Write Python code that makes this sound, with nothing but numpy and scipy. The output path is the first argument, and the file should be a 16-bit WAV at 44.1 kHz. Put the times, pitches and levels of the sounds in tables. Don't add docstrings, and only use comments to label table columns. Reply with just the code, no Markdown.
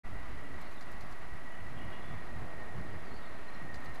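import sys
import numpy as np
from scipy import signal
from scipy.fft import rfft, irfft
from scipy.io import wavfile

SR = 44100
rng = np.random.default_rng(int(sys.argv[2]) if len(sys.argv) > 2 else 0)


def put_to_file(sound):
    columns = np.atleast_2d(sound).T
    safe = np.clip(columns, -1, 1)
    whole_steps = np.round(safe * 32767)
    wavfile.write(sys.argv[1], SR, whole_steps.astype(np.int16))


N = 176400


def amp(db):
    return 10 ** (np.asarray(db) / 20)


def unit(x):
    return x / np.sqrt(np.mean(abs(x) ** 2) + 1e-20)


def add(mix, start_s, sound):
    part = mix[max(round(start_s * SR), 0):][:len(sound)]
    part += sound[:len(part)]


def clock():
    return np.arange(N) / SR


def noise(gain_at):
    hz = np.fft.rfftfreq(N, 1 / SR) + 1e-3
    return unit(irfft(rfft(rng.standard_normal(N)) * gain_at(hz), N))


def coloured(points):
    hz, db = np.transpose(points)
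    return noise(lambda f: amp(np.interp(np.log(f), np.log(hz), db)))


def drift(rate_hz):
    return noise(lambda f: 1 / (1 + (f / rate_hz) ** 4))


def fuzzy_tone(hz, width_hz, skirt=2):
    phase = 2 * np.pi * np.cumsum(hz * np.ones(N)) / SR
    a, b = (noise(lambda f: 1 / np.sqrt(1 + (2 * f / width_hz) ** (2 * skirt))) for _ in range(2))
    return unit(a * np.cos(phase) + b * np.sin(phase))


def airliner(roar_waver_db=0.74, whine_waver_db=0.2, waver_hz=9):
    # frequency in Hz, relative level in dB.
    roar_spectrum = [(20, -4), (60, 2), (120, 0.5), (220, 3), (290, 2), (400, -1.5), (510, -5.5),
                     (600, 0.5), (740, 1), (830, -2), (1050, -1), (1280, -.5), (1420, -4), (1750, -4.5),
                     (2100, -4.5), (2500, -11), (3100, -16), (3700, -19), (4100, -18), (4400, -22.5),
                     (4650, -21.5), (5200, -28), (8000, -48), (13000, -63)]
    # time in seconds, level in dB.
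    roar_swell = [(0, -50.5), (0.6, -50), (1.2, -51), (1.9, -50), (2.7, -50), (3.4, -51), (4, -48.5)]
    # time in seconds, level in dB.
    growl_swell = [(0, -69.5), (1.3, -73), (1.9, -58.5), (2.8, -54), (3.3, -61.5), (4, -58.5)]
    # time in seconds, pitch in Hz, level in dB.
    whine_path = [(0, 1945, -58), (0.6, 1935, -58), (1.2, 1915, -60), (1.55, 1920, -55.5), (1.9, 1925, -57),
                  (2.25, 1890, -56), (2.85, 1875, -56), (3.15, 1895, -58.5), (3.45, 1875, -60.5),
                  (3.7, 1885, -53.5), (4, 1860, -57)]
    # pitch in Hz, level in dB.
    machine_tones = [(1122, -74), (2827, -80.5), (4101, -86)]
    t = clock()
    roar = coloured(roar_spectrum)
    roar *= amp(np.interp(t, *np.transpose(roar_swell)) + roar_waver_db * drift(waver_hz))
    times, whine_hz, whine_db = np.transpose(whine_path)
    whine = fuzzy_tone(np.interp(t, times, whine_hz), width_hz=82, skirt=2.16)
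    whine *= amp(np.interp(t, times, whine_db) - whine_waver_db * drift(waver_hz))
    growl = fuzzy_tone(559.7, width_hz=560) * amp(np.interp(t, *np.transpose(growl_swell)))
    tones = sum(amp(db) * fuzzy_tone(hz, width_hz=17) for hz, db in machine_tones)
    return roar + whine + growl + tones


def eddies(centre_hz, low_slope=1.25, high_slope=2.06):
    return noise(lambda f: 1 / np.hypot((centre_hz / f) ** low_slope, (f / centre_hz) ** high_slope))


def wind(breeze_db=-57, lumps_db=3, lumps_hz=7):
    # peak time in seconds, length in seconds, level in dB, centre frequency in Hz.
    gusts = [(0.15, 0.11, -43, 61), (0.34, 0.063, -42, 61), (0.498, .13, -51.5, 228),
             (0.55, 0.048, -47, 75), (0.94, 0.035, -47, 62), (1.04, 0.046, -46.5, 67),
             (1.12, 0.036, -48, 60), (1.34, 0.038, -46, 54.7), (1.653, 0.12, -48.5, 70),
             (1.82, 0.15, -44.5, 106), (2.123, 0.11, -44, 94), (2.323, 0.11, -45.5, 58.4),
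             (2.413, 0.078, -41, 89), (2.586, 0.12, -50, 75), (2.796, 0.072, -41.5, 113),
             (2.90, 0.18, -46, 99), (3.116, 0.078, -48.5, 190), (3.33, 0.062, -59, 60),
             (3.666, 0.08, -48, 150), (3.756, 0.042, -49.5, 90), (3.89, 0.068, -51.5, 90)]
    t = clock()
    rumble = eddies(centre_hz=53.8) * amp(breeze_db + lumps_db * drift(lumps_hz))
    for peak_s, length_s, db, centre_hz in gusts:
        swell = np.exp(-2 * ((t - peak_s) / length_s) ** 2)
        rumble += amp(db) * swell * eddies(centre_hz)
    return rumble


def birds(warble_depth=0.013, rasp_depth=0.57, echo_t60_s=0.59, echo_db=-2.5):
    # start and length in seconds, first and last pitch in Hz, level in dB.
    chirps = [(0.645, 0.043, 4600, 4150, -74), (0.745, 0.063, 4000, 3460, -69),
              (1.52, 0.04, 2940, 2940, -68), (1.76, 0.043, 3260, 3250, -65.5),
              (1.77, 0.082, 2830, 2870, -66.5), (1.92, 0.088, 2900, 2840, -65),
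              (1.92, 0.04, 3200, 3470, -67), (1.99, 0.12, 3290, 3500, -68), (3.05, 0.033, 4700, 4570, -72),
              (3.08, 0.096, 3950, 4670, -71), (3.155, .035, 4700, 4450, -69), (3.194, .08, 4060, 3370, -71),
              (3.25, .05, 4450, 3850, -72), (3.33, .05, 3800, 4380, -74), (3.47, 0.042, 4320, 3900, -72),
              (3.52, .06, 4500, 3850, -71), (3.536, 0.018, 5340, 5650, -72)]
    warble = 1 + warble_depth * drift(rate_hz=90)
    rasp = 1 + rasp_depth * drift(rate_hz=130)
    hillside = rng.standard_normal(SR) * amp(-60 * clock()[:SR] / echo_t60_s)
    direct = np.zeros(N)
    for start_s, length_s, first_hz, last_hz, db in chirps:
        progress = np.linspace(0, 1, int(length_s * SR))
        span = int(start_s * SR) + np.arange(len(progress))
        hz = (first_hz + (last_hz - first_hz) * progress) * warble[span]
        envelope = np.sqrt(progress * (1 - progress)) * rasp[span]
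        chirp = envelope * np.sin(2 * np.pi * np.cumsum(hz) / SR)
        add(direct, start_s, amp(db) * unit(chirp))
    echoes = signal.fftconvolve(direct, hillside / np.linalg.norm(hillside))[:N]
    return direct + amp(echo_db) * echoes


def lens_motor(step_s=0.015, click_decay_s=0.0075):
    # start in seconds, then starting click, stopping click and whirr in dB.
    steps = [(0.609, -59, -59, -64), (0.713, -60, -61, -65), (0.8092, -50, -55, -68),
             (0.911, -65, -54, -65), (1.0081, -52.5, -59, -67), (1.109, -60, -54, -65),
             (3.7419, -49.5, -54, -64), (3.843, -59, -56, -65), (3.9415, -56.5, -54, -64)]
    # frequency in Hz, relative level in dB.
    barrel_spectrum = [(300, -33), (1200, -0.5), (2200, 3.5), (2900, -9), (3800, -4), (4200, 5.5),
                       (4430, -7), (4670, 5.5), (4900, -6), (6500, -8), (7100, -12), (7600, -16),
                       (9000, -14.5), (13000, -26)]
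    # frequency in Hz, relative level in dB.
    whirr_spectrum = [(2000, -29), (4000, -10), (8000, 8), (9000, -14), (10600, 8), (11700, 5), (12030, 18),
                      (12350, -13), (13000, -49)]
    t = clock()[:SR // 10]
    ring = np.exp(-t / click_decay_s)
    swell = np.sin(np.pi * np.minimum(t / step_s, 1)) ** 2
    click_envelope, whirr_envelope = np.zeros((2, N))
    for start_s, start_db, stop_db, whirr_db in steps:
        add(click_envelope, start_s, amp(start_db) * ring)
        add(click_envelope, start_s + step_s, amp(stop_db) * ring)
        add(whirr_envelope, start_s, amp(whirr_db) * swell)
    return click_envelope * coloured(barrel_spectrum) + whirr_envelope * coloured(whirr_spectrum)


def electrical_ticking(pips_per_s=33.28, first_s=0.0188, sigma_s=0.00092, pitch_hz=9880):
    level_db, spread_db = -64.5, 0.8
    t = clock()
    pip_index, position = np.divmod((t - first_s) * pips_per_s + 0.5, 1)
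    strength, phase = rng.standard_normal((N // 1000, 2))[pip_index.astype(int)].T
    from_peak_s = (position - 0.5) / pips_per_s
    envelope = amp(level_db + spread_db * strength) * np.exp(-0.5 * (from_peak_s / sigma_s) ** 2)
    return envelope * np.sin(2 * np.pi * (pitch_hz * t + phase))


def microphone_hiss(level_db=-68.5):
    # frequency in Hz, relative level in dB.
    hiss_spectrum = [(20, -3), (3000, -6.5), (5500, 0), (7500, -1.5), (9000, -3), (10600, -2.5),
                     (12800, -4.5)]
    return amp(level_db) * coloured(hiss_spectrum)


def scene():
    return (airliner() + wind() + birds() + lens_motor() + electrical_ticking() + microphone_hiss())[None]


def record(dry, open_s=0.034, fade_s=0.024, cutoff_hz=12780):
    offset_height, offset_start_s, offset_rise_s = 0.029, 0.047, 0.0107
    t = clock()
    opened = dry * np.clip((t - open_s) / fade_s, 0, 1)
    offset = offset_height * np.clip((t - offset_start_s) / offset_rise_s, 0, 1)
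    low_pass = signal.firwin(511, cutoff_hz, window=("kaiser", 9), fs=SR)
    return offset + signal.oaconvolve(opened, low_pass[None], "same")


dry = scene()
out = record(dry)
put_to_file(out)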